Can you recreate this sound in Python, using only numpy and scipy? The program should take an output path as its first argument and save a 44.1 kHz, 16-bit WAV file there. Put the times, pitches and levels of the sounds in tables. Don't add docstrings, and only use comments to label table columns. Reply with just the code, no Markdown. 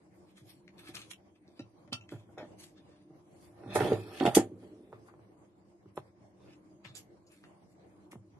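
import sys
import numpy as np
from scipy import signal
from scipy.fft import rfft, irfft, next_fast_len
from scipy.io import wavfile
from scipy.ndimage import uniform_filter1d, map_coordinates

SR = 44100
rng = np.random.default_rng(int(sys.argv[2]) if len(sys.argv) > 2 else 0)


def digitize_waveform(pressure):
    field = np.atleast_2d(pressure).T
    bounded = np.clip(field, -1, 1)
    quanta = np.round(bounded * 32767).astype(np.int16)
    wavfile.write(sys.argv[1], SR, quanta)


def gain_from_db(level_db):
    decades = np.asarray(level_db, float) / 20
    return 10 ** decades


N = 369999

# (time [s], level [dB])
HUM_LEVEL = [(0.0, -62), (0.96, -57.5), (1.19, -61), (1.85, -61), (2.08, -59), (2.94, -58), (3.23, -62.5),
             (3.67, -54), (3.86, -36), (4.02, -56), (4.62, -57.5), (5.73, -61.5), (5.89, -60.5),
             (6.92, -57.5), (7.24, -61.5), (7.83, -58.5), (8.39, -61)]
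# (frequency [Hz], density [dB per Hz])
ROOM_SPECTRUM = [(20, -47), (40, -32.5), (80, -11), (140, -6), (250, -14.5), (530, -13.5), (900, -18),
                 (1300, -32.5), (2200, -28), (3000, -44), (4500, -38.5), (7000, -41), (11500, -47.5),
                 (14000, -80)]
# (frequency [Hz], width [Hz], level [dB])
ROOM_RESONANCES = [(94, 8.6, -14.5), (192.8, 21, -6), (309.7, 52, -2.5), (350, 15, -5.5), (602, 59, -15),
                   (9200, 150, -34)]
# (frequency [Hz], likeness [-1..1])
LEFT_RIGHT_LIKENESS = [(60, 1), (170, 0.44), (500, 0.25), (1460, -0.21), (4220, -0.12), (12200, -0.3)]
TONE_FLICKER_DB = 2.8
KITCHEN_DECAY_SCALE_S, WALL_CUT_HZ = 0.79, 12000

# (time [s], low hiss [dB], high hiss re low [dB], rise [s], fall [s])
BRUSH_STROKES = [(.304, -65.5, 2, 0.085, 0.064), (0.377, -55, 3.5, 0.038, 0.064),
                 (0.496, -60.5, 14, 0.065, 0.1), (0.793, -52, 3, 0.034, 0.045),
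                 (0.888, -45.5, 0.4, 0.12, 0.058), (0.948, -46, 5.5, 0.02, 0.2),
                 (1.114, -49.5, 12.5, 0.029, 0.02), (1.361, -65.5, -6, 0.035, 0.021),
                 (1.49, -73.5, 0, 0.12, 0.35), (1.58, -61, -2, 0.057, 0.018),
                 (2.112, -58, 3.5, 0.018, 0.18), (2.381, -51, -6, 0.0051, 0.12),
                 (2.601, -70, 24.5, 0.037, 0.15), (2.641, -56.5, 15, 0.06, 0.024),
                 (2.778, -59.5, -10, 0.055, 0.058), (2.938, -67.5, -10, 0.37, 0.21)]
# (time [s], low hiss [dB], high hiss re low [dB], rise [s], fall [s])
RAIL_SCRAPES = [(3.436, -72, 12.5, 0.37, 0.28), (3.739, -46, -7, 0.12, .05), (3.758, -33.5, 10, .03, 0.061),
                (3.805, -37.5, 1.5, 0.051, 0.31), (3.847, -40.5, 0.2, .08, 0.28),
                (4.04, -55.5, -5.5, 0.17, 0.37), (4.192, -46, -0.96, 0.42, 0.077),
                (4.198, -45, -14, .02, 0.16), (4.268, -41, 2, 0.12, 0.14), (4.351, -30, 16.5, .006, 0.059),
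                (4.372, -42.5, 9.5, .03, 0.088), (4.13, -53.5, -3, .2, .2)]
# (time [s], low hiss [dB], high hiss re low [dB], rise [s], fall [s])
CLOTH_RUSTLES = [(4.626, -71.5, 4, 0.25, 1), (4.935, -71.5, -19, 0.061, 0.21),
                 (5.083, -78, 18.5, 0.085, 0.031), (5.964, -80.5, 16, 0.062, 0.038),
                 (5.975, -48.5, -15.5, .016, 0.015), (6.534, -61.5, -9, 0.21, 0.055),
                 (6.85, -45, -9.5, 0.019, 0.1), (6.953, -50, -3, 0.022, 0.042),
                 (6.97, -59, 19, 0.022, 0.066), (7.33, -65, 7.5, 0.086, 0.29),
                 (7.44, -61, -17, .027, 0.016), (7.726, -85.5, 19, 0.16, 0.032),
                 (8.115, -62, 14.5, 0.0075, 0.047)]
# (frequency [Hz], level [dB], t60 [s])
RUBBED_MODES = [(1350, -8, .012), (1800, -9, .012), (2600, -6, 0.0076), (3540, -14.5, .01)]
RUB_APART = 0.6

# (time [s], peak [dB])
JAR_CLINKS = [
    (1.4786, -42.5),
    (1.594, -25.5),
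    (1.9267, -15),
    (1.93, -11),
    (2.0113, -32),
]
# (frequency [Hz], level [dB], t60 [s])
GLASS_MODES = [(1366, 11.5, 0.24), (1900, 5, 0.1), (2660, 22.5, 0.12), (3100, 25.5, 0.13),
               (3863, 22, 0.065), (4140, 8, 0.1), (4940, 5, 0.08), (4940, 18, 0.04), (5720, 14, 0.16),
               (6500, 2, 0.22), (7000, -2, 0.058), (7400, 2, 0.21), (9100, -2, 0.16), (9600, -9.5, 0.06)]

# (time [s], peak [dB], centre [Hz], t60 [s], left-right [dB])
HANDLING_TICKS = [(0.3794, -45, 1930, 0.019, 10), (0.6784, -37, 2210, 0.018, 5.5),
                  (0.7811, -48, 4340, 0.051, 8), (0.9522, -25, 5000, 0.016, 6.5),
                  (0.968, -32.5, 2650, .025, 18), (1.016, -34, 3050, .04, 2), (1.132, -36, 3000, .02, 0),
                  (1.1124, -32, 2220, 0.015, -18), (1.5958, -56, 3110, 0.11, 16),
                  (1.8764, -55.5, 2340, 0.04, 21), (1.93, -32.5, 3835, 0.05, -33),
                  (2.0901, -34, 2750, 0.027, 0), (2.381, -37, 1900, 0.16, 5),
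                  (2.4294, -50, 1800, 0.035, 14), (4.93, -46.5, 1274, 0.18, 1), (5.06, -55, 1306, .2, 0),
                  (5.08, -44.5, 975, 0.12, 6), (5.092, -53, 1700, 0.055, -2), (5.137, -56, 1060, 0.069, -4),
                  (5.191, -62, 903, .08, -3), (5.9559, -53, 9480, 0.12, -14),
                  (5.9743, -50, 2560, 0.015, 32), (6.8483, -49, 2533, 0.12, 30),
                  (6.9516, -35, 6010, 0.13, -12), (7.2664, -53.5, 6060, 0.12, 3),
                  (7.3168, -60.5, 8470, 0.12, 21.5), (7.4385, -40, 1974, 0.047, 1),
                  (7.7288, -76, 2780, 0.065, 14), (8.1174, -39.5, 1940, 0.049, 1)]
# (time [s], peak [dB], centre [Hz], t60 [s], left-right [dB])
RAIL_LATCH_TICKS = [(3.7561, -25, 1604, 0.15, -7), (3.8024, -30, 1797, 0.082, -19),
                    (3.851, -31, 1209, 0.043, -4), (3.931, -28, 3030, 0.027, 0),
                    (3.9244, -31, 2060, 0.04, 9), (4.199, -25, 2500, 0.096, -8.5),
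                    (4.236, -32.5, 2970, 0.056, -2), (4.253, -21.5, 2740, 0.043, 4.5),
                    (4.2622, -15, 2695, 0.039, -0.5), (4.349, -17, 6870, 0.12, -6),
                    (4.3676, -31, 1797, 0.13, -20.5)]
CRACK_SHARE, CRACK_PER_OCTAVE = 0.19, 0.066

# (time [s], peak [dB], strongest body mode [Hz], panels [dB], boom [dB])
PUT_DOWNS = [(0.404, -53, 144, -26, 2), (0.888, -39.5, 308, -21.5, -13), (0.951, -63, 312, 1, 13),
             (1.48, -47.5, 333, -20, -36), (1.595, -31.5, 267, -21, -14.5), (1.75, -47.5, 313, -37, -33),
             (1.876, -47, 225, -15, -9), (1.922, -31.5, 229, -17.5, -9.5), (2.119, -30.5, 334, -14, -10),
             (2.136, -30.5, 139, -21.5, -12.5), (2.289, -50.5, 205, -9.5, -18),
             (2.374, -37.5, 433, -5.5, -15), (2.399, -50.5, 517, 7, -6), (2.426, -35.5, 300, -9.5, -22),
             (3.104, -43, 156.5, -24, -29)]
# (time [s], peak [dB], strongest body mode [Hz], panels [dB], boom [dB])
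DRAWER_BUMPS = [(3.599, -67, 322, -5, -8), (3.634, -47, 404, -2, -4.5), (3.659, -36.5, 280, -21, -4),
                (3.756, -12.5, 477, -6, -27), (3.804, -14, 387, -8, -14), (3.851, -23.5, 363, -8, -21),
                (3.848, -23.5, 600, -11, -27), (3.866, -24.5, 600, -12, -28), (3.88, -19, 457, -40, -17),
                (3.917, -10, 470, -18.5, -19.5), (4.207, -18, 274, -9, -26.5),
                (4.226, -13, 310, -15.5, -17.5), (4.251, -14.5, 294, -5, -21.5),
                (4.274, -16, 193, -5.5, -18.5), (4.367, -5.5, 325, -15, -31), (4.386, -20, 595, -20, -30),
                (4.368, -9, 500, -23, -30), (4.372, -15, 200, -31, -25), (4.393, -16, 298.6, -16.5, -25),
                (4.419, -30, 345, -10, -29), (4.515, -33.5, 330, -45, -15.5), (4.628, -44, 275, -11.5, -35)]
# (time [s], peak [dB], strongest body mode [Hz], panels [dB], boom [dB])
LATER_TAPS = [
    (4.926, -38.5, 430, -1, -13),
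    (5.137, -50.5, 170, -1, -25),
    (5.191, -50, 323, -9.5, -6.5),
    (5.856, -44.5, 355, -15, -6.5),
    (5.974, -30, 411, 1, -16),
    (6.85, -45, 165.6, -4, -5),
    (6.889, -57, 143, -5, 9.5),
    (8.129, -40, 295.6, -5, -17),
    (8.154, -34.5, 190, -15, -10.5),
    (8.19, -61, 142, -18, 3),
]
# (frequency [Hz], level [dB], t60 [s])
BODY_MODES = [(170, -12, 0.11), (200, -4.5, 0.11), (250.6, -2.5, 0.15), (298.5, -10.5, 0.11),
              (316.2, 6, 0.045), (354.8, 4, 0.13), (377, -2, 0.14), (424.6, 4, 0.077), (449, -0.5, .07),
              (505, 0, .035), (595, -4, .06)]
# (frequency [Hz], level [dB], t60 [s])
PANEL_MODES = [(524, -6.5, 0.02), (598.7, 1.5, 0.041), (687, -7, 0.05), (777, -1.5, 0.054),
               (833, -5, 0.046), (957, -7.5, 0.039), (1200, -2, 0.011), (1380, -3.5, 0.013),
               (1797, -7, 0.024)]
# (frequency [Hz], level [dB], t60 [s])
BOOM_MODES = [(97.3, -10.5, 1), (108.6, 2, 0.43), (125, 2.5, 0.11)]
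WORKTOP_PANEL_HZ, DRAWER_PANEL_HZ, TAP_PANEL_HZ = 616, 758, 1100
WORKTOP_DAMPING, DRAWER_DAMPING, TAP_DAMPING = 0.52, 0.76, 1.64
FIRST_TOUCH_S, FIRST_TOUCH_DB = 0.004, -15.5
PANELS_LATE_S, CHATTER_S = 0.002, 0.007
MODE_LUCK_DB, MODE_WANDER = 3.5, 0.03

# (time [s], push on the housing [dB], load on the rails [dB])
DRAWER_SLIDE = [(3.5, -81, -77), (3.69, -52, -57.5), (3.75, -53.5, -51), (3.79, -42.5, -42.5),
                (3.87, -33.5, -46.5), (3.91, -29.5, -50.5), (3.96, -38, -49.5), (4.02, -49.5, -63.5),
                (4.12, -50.5, -58), (4.19, -53, -61), (4.215, -33.5, -46), (4.285, -32.5, -42.5),
                (4.31, -46.5, -54.5), (4.36, -49.5, -46.5), (4.39, -35, -45), (4.42, -42, -55.5),
                (4.49, -50, -78.5), (5.4, -73, -83)]
FULL_LOAD_DB, PANELS_DB, BOOM_DB = -38, -35, -40
PANELS_FOLLOW, BOOM_FOLLOWS = 1.15, 0.8

# (time [s], left side hears it later by [ms])
LEFT_DELAY = [(0, -0.14), (3.2, -0.12), (4.5, -0.27), (4.6, 0.2), (6.2, 0.21), (6.6, -0.16), (7.8, -.15),
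              (8.0, 0.15), (8.4, 0.17)]
# (frequency [Hz], lead [rad])
DRAWER_PHASE_LEAD = [(0, -3.5), (1810, -1.65), (2840, 7.5), (3790, 4.5), (4310, -0.5), (4820, 0.9),
                     (5860, -10), (6460, 0), (7060, 5.5), (8870, 4.5), (9470, 8), (10100, 5), (12000, 1.2),
                     (12400, -1.7)]
DRAWER_MOVES_S = (3.3, 4.55)
PANELS_ASIDE = 0.11
LOUD_FRAME = 30


def rms_one(x):
    return x / np.sqrt(np.mean(x ** 2) + 1e-20)


def in_time(rows, off=None):
    s, first, *rest = np.transpose(rows)
    t = np.arange(N) / SR
    return [np.interp(t, s, first, off, off)] + [np.interp(t, s, column) for column in rest]


def at_hz(points, hz):
    table_hz, values = np.transpose(points)
    return np.interp(np.log(hz), np.log(table_hz), values)


def band(x, low_hz, high_hz):
    edges = [low_hz, min(high_hz, 0.45 * SR)]
    return signal.sosfilt(signal.butter(2, edges, "band", fs=SR, output="sos"), x)


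def high_pass(x, order, hz):
    return signal.sosfilt(signal.butter(order, hz, "high", fs=SR, output="sos"), x)


def drift(rate_hz):
    r = np.exp(-80 * np.pi * rate_hz / SR)
    slow = signal.lfilter([1], [1, -2 * r, r * r], rng.standard_normal(N // 40 + 2002))[2000:]
    return np.interp(np.arange(N) / 40, np.arange(len(slow)), rms_one(slow))


def ring(clicks, hz, t60):
    r, w = gain_from_db(-60 / (t60 * SR)), 2 * np.pi * hz / SR
    return signal.lfilter([0, np.sin(w)], [1, -2 * r * np.cos(w), r * r], clicks + 1e-18)


def grains(per_s, spread_db):
    sizes = gain_from_db(spread_db * np.minimum(rng.exponential(1, N), 5)) * rng.choice([-1, 1], N)
    return sizes * (rng.random(N) < per_s / SR)


def add(out, s, piece):
    i = round(s * SR)
    out[..., i:i + piece.shape[-1]] += piece[..., :N - i]


def room_tone():
    out, together = 0, drift(5.7)
    edges = 25 * 2 ** np.arange(0, 9.1, 0.5)
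    white = rng.standard_normal((2, 2, N))
    for k, (low, high) in enumerate(zip(edges, edges[1:])):
        mid, side = band(white[k % 2], low, high)
        hz = np.sqrt(low * high)
        alike = np.clip(at_hz(LEFT_RIGHT_LIKENESS, hz), -1, 1)
        gain = gain_from_db(at_hz(ROOM_SPECTRUM, hz) + 2.4 * together + TONE_FLICKER_DB * drift(8.1))
        out = out + gain * (np.sqrt(1 + alike) * mid + np.sqrt(1 - alike) * side * [[1], [-1]])
    out = rms_one(out)
    for hz, width_hz, db in ROOM_RESONANCES:
        mode = rms_one(ring(rng.standard_normal(N), hz, 6.3 / width_hz))
        out = out + gain_from_db(db + 2.5 * drift(4.7)) * mode
    return gain_from_db(in_time(HUM_LEVEL)[0] - 3.5) * out


def kitchen(x):
    size = next_fast_len(N + SR)
    hz = np.arange(size // 2 + 1) * SR / size
    spectrum, out = rfft(x, size), []
    for lags_s in rng.uniform(0.0079, 0.027, (2, 6)):
        echoes = 0
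        for k, lag in enumerate(lags_s):
            loss = gain_from_db(-60 * lag / KITCHEN_DECAY_SCALE_S * (7.5 + hz / WALL_CUT_HZ))
            loop = loss * np.exp(-2j * np.pi * hz * lag)
            echoes = echoes + loop / (1 - loop) * (-1) ** k
        out.append(irfft(spectrum * echoes, size)[:N])
    return np.array(out)


def rubs():
    low_db, high_db = np.full((2, N), -120.)
    t = np.arange(N) / SR
    for s, peak_db, bright_db, rise_s, fall_s in BRUSH_STROKES + RAIL_SCRAPES + CLOTH_RUSTLES:
        level_db = peak_db - 30 * np.maximum((s - t) / rise_s, (t - s) / fall_s)
        low_db = np.maximum(low_db, level_db)
        high_db = np.maximum(high_db, level_db + bright_db)
    slips = grains(7000, spread_db=3) * gain_from_db(2.0 * drift(40))
    crackle = rms_one(grains(1200, spread_db=3.2) * gain_from_db(2.5 * drift(30)))
    slips = rms_one(slips) + RUB_APART * rng.standard_normal(N) * [[1], [-1]]
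    grit = slips + 0.7 * crackle
    tones = sum(gain_from_db(db + 4.0 * drift(15)) * rms_one(ring(grit, hz, t60)) for hz, db, t60 in RUBBED_MODES)
    low = rms_one(rms_one(band(grit, 1250, 4600)) + tones)
    high = rms_one(band(slips + 0.13 * crackle, 1800, 22000))
    return low * gain_from_db(low_db - 3.5) + high * gain_from_db(high_db - 6.5)


def clinks():
    out = np.zeros(N)
    for s, peak_db in JAR_CLINKS:
        chatter = rng.standard_normal(400) * gain_from_db(-60 * np.arange(400) / SR / 0.006)
        push = np.pad(chatter, (0, SR // 4))
        x = 0
        for hz, db, t60 in GLASS_MODES:
            partial = ring(push, hz, 0.75 * t60)
            partial = partial + 0.7 * ring(push, 1.017 * hz, 0.6 * t60)
            partial = partial + 0.5 * ring(push, 0.97 * hz, 0.5 * t60)
            x = x + gain_from_db(db + 2 * rng.standard_normal()) * partial
        add(out, s, gain_from_db(peak_db - 14.0) * x / np.abs(x).max())
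    return out


def ticks():
    out, t = np.zeros((2, N)), np.arange(SR // 5) / SR
    for s, peak_db, hz, t60, pan_db in HANDLING_TICKS + RAIL_LATCH_TICKS:
        u, v, w = rng.standard_normal((3, 90, 1))
        fade = gain_from_db(-60 * t / max(t60, 0.02))
        broad = max(CRACK_SHARE + CRACK_PER_OCTAVE * np.log2(hz / 2000), 0.1)
        crack = rms_one(band(rng.standard_normal(len(t)), 1300, 2.6 * hz))
        crack = crack * (gain_from_db(-60 * t / 0.035) + 1.2 * fade)
        pitch_hz = np.clip(hz * 2 ** (0.32 * u), 700, 12000)
        swarm = rms_one(np.sum(gain_from_db(3 * v) * np.sin(2 * np.pi * pitch_hz * t + 9 * w), axis=0))
        rough = 1 + 0.9 * rms_one(band(rng.standard_normal(len(t)), 60, 500))
        swarm = swarm * rough * fade * (1 - np.exp(-t / 0.00031))
        pan = gain_from_db(np.array([[0.5], [-0.5]]) * pan_db)
        add(out, s, gain_from_db(peak_db - 15.5) * (broad * crack + 1.15 * swarm) * pan)
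    return out


def struck(modes, luck_db, contact_ms, centre_hz, damping, spill):
    push = np.zeros(SR // 4)
    width = max(int(contact_ms * SR / 1000), 3)
    push[:width] = -0.35 * np.hanning(width)
    push[width:2 * width] = np.hanning(width)
    x = 0
    for (hz, db, t60), u in zip(modes, luck_db):
        mode_hz = hz * (1 + MODE_WANDER * np.sin(7 * u))
        x = x + gain_from_db(db + u) * ring(push, mode_hz, t60 / damping)
    x = band(x, centre_hz / 1.24, centre_hz * 1.22) + spill * x
    return x / np.abs(x).max()


def knocks():
    body, panels = np.zeros(N), np.zeros(N)
    for rows, panel_hz, damping in [(PUT_DOWNS, WORKTOP_PANEL_HZ, WORKTOP_DAMPING),
                                    (DRAWER_BUMPS, DRAWER_PANEL_HZ, DRAWER_DAMPING),
                                    (LATER_TAPS, TAP_PANEL_HZ, TAP_DAMPING)]:
        for s, peak_db, body_hz, panel_db, boom_db in rows:
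            u = rng.standard_normal(24)
            luck_db = MODE_LUCK_DB * u
            thud = struck(BODY_MODES, luck_db, 1.444, body_hz, damping=1.4 * damping ** 0.5, spill=0.37)
            thud = gain_from_db(peak_db - 3.0) * thud
            add(body, s, thud)
            add(body, s - FIRST_TOUCH_S, gain_from_db(FIRST_TOUCH_DB) * thud)
            boom = struck(BOOM_MODES, luck_db[9:], 3.9, 130, damping=0.97, spill=0.046)
            add(body, s, gain_from_db(peak_db + boom_db) * boom)
            blow = struck(PANEL_MODES, luck_db[12:], 0.42, panel_hz, damping=damping, spill=1.0)
            blow = gain_from_db(peak_db + panel_db) * blow
            add(panels, s - FIRST_TOUCH_S, gain_from_db(FIRST_TOUCH_DB) * blow)
            for k in range(4):
                touch_s = s + PANELS_LATE_S + k * CHATTER_S * 1.5 ** u[k]
                add(panels, touch_s, blow * gain_from_db(-5.5 * k * damping) * np.sign(u[k + 4]))
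    return body, panels


def shake(modes, per_s):
    return rms_one(sum(gain_from_db(db) * ring(grains(per_s, spread_db=2.5), hz, 1.9 * t60) for hz, db, t60 in modes))


def slide():
    body_db, load_db = in_time(DRAWER_SLIDE, off=-120)
    on, load_db = body_db > -110, load_db - FULL_LOAD_DB
    rumble = gain_from_db(body_db) * shake(BODY_MODES, 720)
    rumble = rumble + on * gain_from_db(BOOM_DB + BOOM_FOLLOWS * load_db) * shake(BOOM_MODES, 300)
    rattle = on * gain_from_db(PANELS_DB + PANELS_FOLLOW * load_db) * shake(PANEL_MODES, 1300)
    return rumble, rattle


def two_ports(x):
    late = np.arange(N) - in_time(LEFT_DELAY)[0] * SR / 1000
    left = map_coordinates(x[0], [late], order=3, mode="nearest")
    a, b = (round(s * SR) for s in DRAWER_MOVES_S)
    hz = np.arange((b - a) // 2 + 1) * SR / (b - a)
    lead = np.interp(hz, *np.transpose(DRAWER_PHASE_LEAD))
    left[a:b] = irfft(rfft(x[0, a:b]) * np.exp(1j * lead), b - a)
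    return np.array([left, x[1]])


def scene():
    body, panels = knocks()
    rumble, rattle = slide()
    thin_walls = panels + rattle
    low = high_pass(body + rumble + 1.64 * thin_walls, 4, 85)
    bright = rubs() + clinks() + ticks() + 0.5 * thin_walls
    wet = gain_from_db(-18.5) * kitchen(low) + gain_from_db(-4.5) * kitchen(bright.mean(axis=0))
    aside = PANELS_ASIDE * (np.roll(low, shift=8) - np.roll(low, shift=-8)) * [[1], [-1]]
    direct = low * gain_from_db(np.array([[-0.6], [0.6]])) + two_ports(bright)
    return direct + aside + wet + room_tone()


def patchy_treble(x):
    hz, _, frames = signal.stft(x, SR, nperseg=1024)
    field = uniform_filter1d(rng.standard_normal((80, frames.shape[-1])), size=7)
    field = rms_one(field)[(hz // 380).astype(int)]
    treble = np.abs(frames[0, hz > 5000]).mean(axis=0)
    loud = treble > LOUD_FRAME * np.median(treble)
    easy = 0.6 * np.exp(-np.log2((hz[:, None] + 1) / 6300) ** 2 / 0.3) - 1.35 - 2 * loud
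    gain_db = np.where(field < easy, -35, 3.0 * field) * np.clip((hz[:, None] - 2200) / 700, 0, 1)
    return signal.istft(frames * gain_from_db(gain_db), SR, nperseg=1024)[1][:, :N]


def top_cut(x):
    return signal.sosfilt(signal.butter(12, 12810, fs=SR, output="sos"), x)


def record(dry):
    thin = high_pass(dry, 2, 45)
    patchy = patchy_treble(thin + 0.09 * band(thin, 18000, 27000))
    cut = signal.sosfilt(signal.ellip(8, 0.5, 32, 11950, fs=SR, output="sos"), patchy)
    return top_cut(cut)


dry = scene()
out = record(dry)
digitize_waveform(out)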